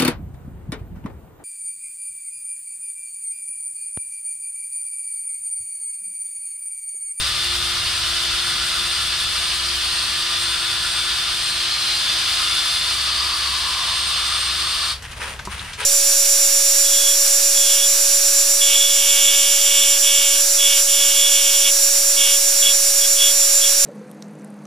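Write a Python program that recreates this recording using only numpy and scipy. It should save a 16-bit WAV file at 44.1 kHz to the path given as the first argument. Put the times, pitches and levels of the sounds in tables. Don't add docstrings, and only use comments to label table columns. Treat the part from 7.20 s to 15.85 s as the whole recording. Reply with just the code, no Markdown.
import sys
import numpy as np
from scipy import signal
from scipy.fft import rfft, irfft, next_fast_len
from scipy.io import wavfile

SR = 44100
rng = np.random.default_rng(int(sys.argv[2]) if len(sys.argv) > 2 else 0)


def persist_wave(psi):
    counts = np.round(np.clip(psi, -1, 1) * 32767).astype(np.int16)
    wavfile.write(sys.argv[1], SR, np.atleast_2d(counts).T)


N = 381465


def amp(db):
    return 10 ** (np.asarray(db) / 20)


def unit(x):
    return x / np.sqrt(np.mean(x ** 2) + 1e-20)


def along(points, hz):
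    f, v = np.transpose(points)
    return np.interp(np.log(hz + 1), np.log(f), v)


def clock():
    return np.arange(N) / SR


def curves(rows):
    s, *columns = np.transpose(rows)
    return [np.interp(clock(), s, column) for column in columns]


def wobble(rate):
    knots = rng.standard_normal(int(N * rate / SR) + 4)
    fine = signal.resample_poly(knots, 10, 1)
    return np.interp(clock() * rate * 10, np.arange(len(fine)), fine)


def filtered(x, response):
    size = next_fast_len(N + 8192)
    hz = np.fft.rfftfreq(size, 1 / SR)
    return irfft(rfft(x, size) * response(hz), size)[..., :N]


def white():
    return rng.standard_normal((2, N))


def grains(rate, scatter_db):
    sizes = amp(scatter_db * np.clip(rng.standard_normal(N), -2, 2))
    struck = rng.random(N) < rate / SR
    return unit(white() * sizes * struck)


def narrow(hz, width_hz, order=2):
    sway = filtered(white(), lambda f: 1 / np.sqrt(1 + (2 * f / width_hz) ** (2 * order)))
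    phase = 2 * np.pi * np.cumsum(hz * np.ones(N)) / SR
    return unit(sway[0] * np.cos(phase) + sway[1] * np.sin(phase))


# (f/Hz, likeness from 0 to 1)
EAR_LIKENESS = [(60, 1), (240, 0.9), (500, 0.91), (1000, 0.8), (2000, 0.7), (4000, 0.64), (8000, 0.47),
                (13000, 0.43)]


def spread(pair, colour_db):
    def response(hz):
        turn = np.arccos(np.clip(along(EAR_LIKENESS, hz), -1, 1)) / 2
        return amp(colour_db(hz)) * [np.cos(turn), np.sin(turn)]

    mid, side = filtered(pair, response)
    return np.array([mid + side, mid - side]) / np.std(mid)


# (mean delay/s, level/dB)
ECHOES = [(.0013, -21), (.0031, -18), (.0058, -17), (.0093, -16), (.0142, -16)]


def surfaces(x):
    fine = signal.resample_poly(x, 2, 1, axis=1)
    fine_t = np.arange(2 * N) / (2 * SR)
    total = x
    for delay, db in ECHOES:
        when = clock() - delay + .00013 * wobble(1.5)
        total = total + amp(db) * np.array([np.interp(when, fine_t, ear) for ear in fine])
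    return unit(total)


# (t/s, rumble level/dB, engine drone level/dB)
TRAFFIC_LEVELS = [(0, -42, -38.5), (1, -44.5, -41), (1.35, -43.5, -46), (2.6, -46.5, -39),
                  (2.9, -45.5, -49), (5.45, -47, -52.5), (5.85, -48, -40), (7.5, -47, -41.5),
                  (8.4, -42, -41), (8.65, -48, -50)]
# (f/Hz, level/dB per Hz)
RUMBLE_COLOUR = [(12, -25), (28, -2.5), (40, -1.5), (58, 2.5), (78, -3.5), (93, 3), (105, -2.5), (140, -4),
                 (170, -10), (200, -9.5), (280, -20.5), (500, -17.5), (2000, -14.5), (12000, -31),
                 (15500, -54)]


def traffic():
    rumble_db, drone_db = curves(TRAFFIC_LEVELS)
    rumble = amp(rumble_db + 5) * spread(white(), lambda hz: along(RUMBLE_COLOUR, hz))
    firing_hz = 66 + 1.2 * wobble(6)
    firing = 2 * np.pi * np.cumsum(firing_hz) / SR
    drone = amp(drone_db - 1.5 + 1.5 * wobble(8.6)) * np.sqrt(2) * np.sin(firing)
    return rumble + drone


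# (start t/s, length/s, grit level/dB, frame rumble level/dB)
SHOVES = [(7.827, .03, -35, -55), (7.896, 0.035, -36, -56), (7.958, 0.034, -37, -44),
          (7.994, 0.13, -31, -40.5), (8.29, 0.24, -32, -54), (8.571, .1, -27.5, -40)]
SHOVE_ATTACK_S, SHOVE_RELEASE_S = .022, .27
SLOWING_DB_PER_S = 14


def rolling():
    grit = frame = 0
    for start, length, grit_db, frame_db in SHOVES:
        t = np.maximum(clock() - start, 0)
        rise = np.minimum(t / SHOVE_ATTACK_S, 1)
        stopping_db = -60 * np.maximum(t - length, 0) / SHOVE_RELEASE_S
        motion = rise * amp(-SLOWING_DB_PER_S * t + stopping_db)
        grit = grit + amp(grit_db) * motion
        frame = frame + amp(frame_db) * motion
    return grit, frame


# (f/Hz, level/dB per Hz)
GRIT_COLOUR = [(500, -37), (800, -15), (950, -7.5), (1150, -8), (1550, -4), (2100, -6.5), (2750, -5),
               (3900, -11.5), (5200, -14.5), (7900, -21), (9200, -10), (10500, -25), (13000, -30),
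               (15500, -37)]
FRAME_COLOUR = [(150, -12), (260, -7), (350, -7), (430, 4), (560, -0.5), (700, -5), (950, 1), (1600, -35)]


def casters():
    grit_gain, frame_gain = rolling()
    jolts = unit(amp(1.3 * wobble(70)))
    crunch = unit(white() + grains(rate=1500, scatter_db=0.0))
    grit = grit_gain * surfaces(spread(crunch, lambda hz: along(GRIT_COLOUR, hz)))
    frame = frame_gain * surfaces(spread(white(), lambda hz: along(FRAME_COLOUR, hz)))
    return jolts * (grit + frame)


# (t/s, level/dB, centre f/Hz, fall-off/dB per octave, t60/s)
BUMPS = [(7.822, -34, 2400, 1, 0.11), (7.914, -36, 2700, -2, 0.079), (8.016, -26.5, 1600, 18, 0.11),
         (8.191, -25, 1500, 7.5, 0.084), (8.251, -30, 5500, 1.5, 0.11), (8.322, -28, 1400, 11, 0.06),
         (8.393, -28.5, 3700, 30, .09), (8.532, -29.5, 3750, 7, 0.14), (8.627, -22.5, 2800, 20, 0.11)]


def bumps(attack):
    out = np.zeros((2, N + SR))
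    t = np.arange(SR // 10) / SR
    hz = np.fft.rfftfreq(len(t), 1 / SR) + 1
    for s, db, centre, slope_db, t60 in BUMPS:
        colour = amp(-slope_db * np.abs(np.log2(hz / centre))) / (1 + (hz / 10000) ** 6)
        mid, side = irfft(rfft(rng.standard_normal((2, len(t)))) * colour, len(t))
        rattle = unit(np.array([mid + 0.36 * side, mid - 0.32 * side]))
        envelope = amp(db - 60 * t / t60) * (1 - np.exp(-t / attack))
        start = round(s * SR)
        out[:, start:start + len(t)] += envelope * rattle
    return out[:, :N]


# (t/s, level/dB)
KNOCK = (8.274, -27.5)
# (f/Hz, level/dB relative to the knock, t60/s)
FRAME_MODES = [(202, -3, .12), (380, -0.5, 0.046), (680, -11, .05), (986, 3.5, 0.067), (1080, -2, .09),
               (1220, -1, .04), (1410, -12, .035)]


def knock():
    s, db = KNOCK
    t = np.maximum(clock() - s, 0)
    ring = 0
    for hz, level, t60 in FRAME_MODES:
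        decay_db = -60 * np.minimum(t / t60, 10)
        ring = ring + amp(db + level + decay_db) * np.sin(2 * np.pi * hz * t)
    return ring


# (t/s, resonance f/Hz, level/dB)
PAD_RUB = [(0, 1280, -43.5), (1.15, 1400, -38), (1.6, 1420, -35), (2.6, 1300, -49), (3.3, 1420, -37),
           (3.9, 1420, -37.5), (4.75, 1330, -57), (5.15, 1350, -35.5), (5.6, 1320, -41), (6, 1190, -34.5),
           (6.5, 1080, -35), (7.25, 1200, -35.5), (7.7, 1190, -36)]
# (middle t/s, length/s, f/Hz, peak level/dB)
SQUEALS = [(2.75, 0.63, 4500, -34), (5.5, 2.5, 4870, -33), (6.05, 1.2, 4520, -30), (5.4, 0.91, 10000, -40),
           (7.6, 0.6, 4500, -31.5)]


def pad():
    hz, db = curves(PAD_RUB)
    sound = amp(db + 1.9 * wobble(20)) * narrow(hz, width_hz=230)
    for middle, length, pitch, level in SQUEALS:
        swell = np.cos(np.pi * np.clip((clock() - middle) / length, -.5, .5))
        sound = sound + amp(level) * swell * narrow(pitch, width_hz=98)
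    return sound


# (f/Hz, width/Hz, level/dB)
HOUSING_MODES = [(1014, 41, 7), (1208, 78, 8), (1513, 62, 4.5), (1546, 39, -8), (1720, 31, 1.5),
                 (4420, 170, 1.5), (4850, 170, 3), (14700, 350, 9)]


def housing_db(hz):
    return sum(db / (1 + (2 * (hz - centre) / width) ** 2) for centre, width, db in HOUSING_MODES)


# (first crest t/s, strokes per s, settles from t/s, settled t/s)
ROCKING = (.235, 1.985, 4.4, 4.9)


def strokes():
    first, rate, settles, settled = ROCKING
    t = clock()
    return np.cos(2 * np.pi * rate * (t - first)) * np.interp(t, [settles, settled], [1, 0])


WHINE_ORDERS = [10.22, 12, 25]
# (t/s, level/dB)
MESH_LEVEL = [(0, -34), (.5, -30.5), (.7, -41), (1.05, -32.5), (1.65, -30), (2.15, -33.5), (2.45, -50),
              (3.2, -31), (4.1, -32), (4.58, -54), (4.84, -27), (5.1, -33), (5.4, -27), (6.2, -38),
              (7.3, -32), (7.7, -35)]
# (t/s, level/dB)
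SLOTS_LEVEL = [(0, -38.5), (1.5, -51), (2.75, -36), (3.9, -44), (4.55, -27), (5, -38), (5.7, -33),
               (6, -35.5), (7.7, -36)]
# (t/s, level/dB)
FAN_LEVEL = [(0, -50), (1.6, -40.5), (4.3, -40), (4.65, -47), (5.3, -42), (6.5, -50), (6.8, -34),
             (7.7, -36.5)]
SLOTS_SWING_DB, FAN_SWING_DB = 4.5, 6
# (t/s, level/dB)
HUM_LEVEL = [(0, -52), (.4, -48), (1.45, -48), (1.9, -52), (2.8, -47.5), (3.9, -50.5), (5.35, -49),
             (5.95, -53), (7.7, -53)]
# (multiple of the motor speed, level/dB)
WEAK_TONES = [(2, -56.5), (4, -46), (5, -44), (7, -59), (9, -43.5), (9.5, -42.5), (10, -39), (11, -44),
              (13, -39.5), (14, -41.5), (19, -58), (20, -55), (23, -66), (24, -43), (26, -57), (28, -58),
              (29, -60), (30, -55), (35, -62)]


def whine(angle, fade_db, blur, tones_db):
    def tone(order):
        shared = 0.75 * wobble(11) + 0.95 * wobble(45)
        phase = order * angle + blur * min(order / 10, 1.3) * wobble(110)
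        shift = min(order / 25, 1) * .25 * wobble(5)
        ears = []
        for sign in (1, -1):
            fade = unit(amp(fade_db * (shared + 0.38 * wobble(6))))
            ears.append(fade * np.sqrt(2) * np.sin(phase + sign * shift))
        return np.array(ears)

    stroke = strokes()
    mesh_db = curves(MESH_LEVEL)[0]
    slots_db = curves(SLOTS_LEVEL)[0] + SLOTS_SWING_DB * stroke
    fan_db = curves(FAN_LEVEL)[0] + FAN_SWING_DB * stroke
    loud = sum(amp(db) * tone(order) for order, db in zip(WHINE_ORDERS, (mesh_db, slots_db, fan_db)))
    hum = amp(curves(HUM_LEVEL)[0] + 1.4 * wobble(9.1)) * np.sqrt(2) * np.sin(angle)
    weak = sum(amp(db + tones_db) * tone(order) for order, db in WEAK_TONES)
    return hum + loud + weak


# (t/s, turns per s)
MOTOR_SPEED = [(0, 349.6), (.52, 349.6), (.68, 346.2), (1.4, 345.3), (1.64, 348.4), (2.6, 347.7),
               (3.35, 346.3), (3.48, 344.3), (4.12, 349.2), (4.81, 345.5), (5.46, 344.4), (5.7, 348.3),
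               (6.28, 347.7), (6.82, 348.6), (7.11, 347.7), (7.26, 345.4), (7.52, 348), (7.71, 347.3)]
# (t/s, gear rasp level/dB, vent air level/dB)
RUN_LEVELS = [(0, -22.5, -32), (3.6, -22.5, -32.5), (4.55, -22.5, -33), (4.95, -20.5, -31.5),
              (5.4, -21.5, -30.5), (6.3, -23, -33.5), (7, -22, -33), (7.7, -23, -33)]
# (f/Hz, level/dB per Hz)
RASP_COLOUR = [(250, -24), (480, -24), (700, -14.5), (900, -16.5), (1050, -11), (1600, -6.5), (2350, -6),
               (2850, -1), (3600, 0.5), (4850, -1.5), (5400, -5), (6400, -12), (8000, -22), (12000, -46)]
AIR_COLOUR = [(4500, -25.5), (6500, -11), (7700, -4.5), (8500, -0.5), (9200, 1.5), (10000, -5),
              (10900, -13), (12000, -12.5), (13200, -16), (15000, -20), (15800, -36)]
BRAKE_S = 7.718


def drill():
    braking = np.maximum(clock() - BRAKE_S, 0)
    flutter = 1 + .0016 * wobble(9) + .0007 * wobble(40)
    speed = curves(MOTOR_SPEED)[0] * flutter * np.exp(-braking / .25)
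    angle = 2 * np.pi * np.cumsum(speed) / SR
    rasp_db, air_db = curves(RUN_LEVELS)

    teeth = unit(white() + .5 * grains(rate=3500, scatter_db=1.5))
    gears = surfaces(spread(teeth, lambda hz: along(RASP_COLOUR, hz) + housing_db(hz)))
    rasp = amp(rasp_db + 0.43 * wobble(30)) * gears

    puffs = unit(1 + .14 * np.sin(angle))
    vents = surfaces(spread(white(), lambda hz: along(AIR_COLOUR, hz) + housing_db(hz)))
    air = amp(air_db + 0.79 * wobble(25)) * puffs * vents

    tones = whine(angle, fade_db=1.7, blur=0.4, tones_db=-1.0)
    driven = amp(-60 * braking / .04)
    coasting = amp(-60 * braking / 0.22)
    return tones * driven + (rasp + air + pad()) * coasting


# (f/Hz, left minus right level/dB)
SIDE_LEAN = [(100, 0.7), (1500, 0.5), (2900, 2.5), (4800, 0), (6300, 0), (7700, -1.5), (8500, -1.5),
             (9200, 4.5), (10200, 1.5), (12000, -3.5), (14700, -4)]


def scene():
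    stool = casters() + bumps(attack=.001) + knock()
    ears = np.array([[1], [-1]]) / 2
    lag = .000016

    def placing(hz):
        return amp(ears * along(SIDE_LEAN, hz)) * np.exp(-2j * np.pi * hz * ears * lag)

    return filtered(traffic() + stool + drill(), placing)


TOP_HZ = 15750


def record(dry):
    return filtered(dry, lambda hz: hz < TOP_HZ)


dry = scene()
out = record(dry)
persist_wave(out)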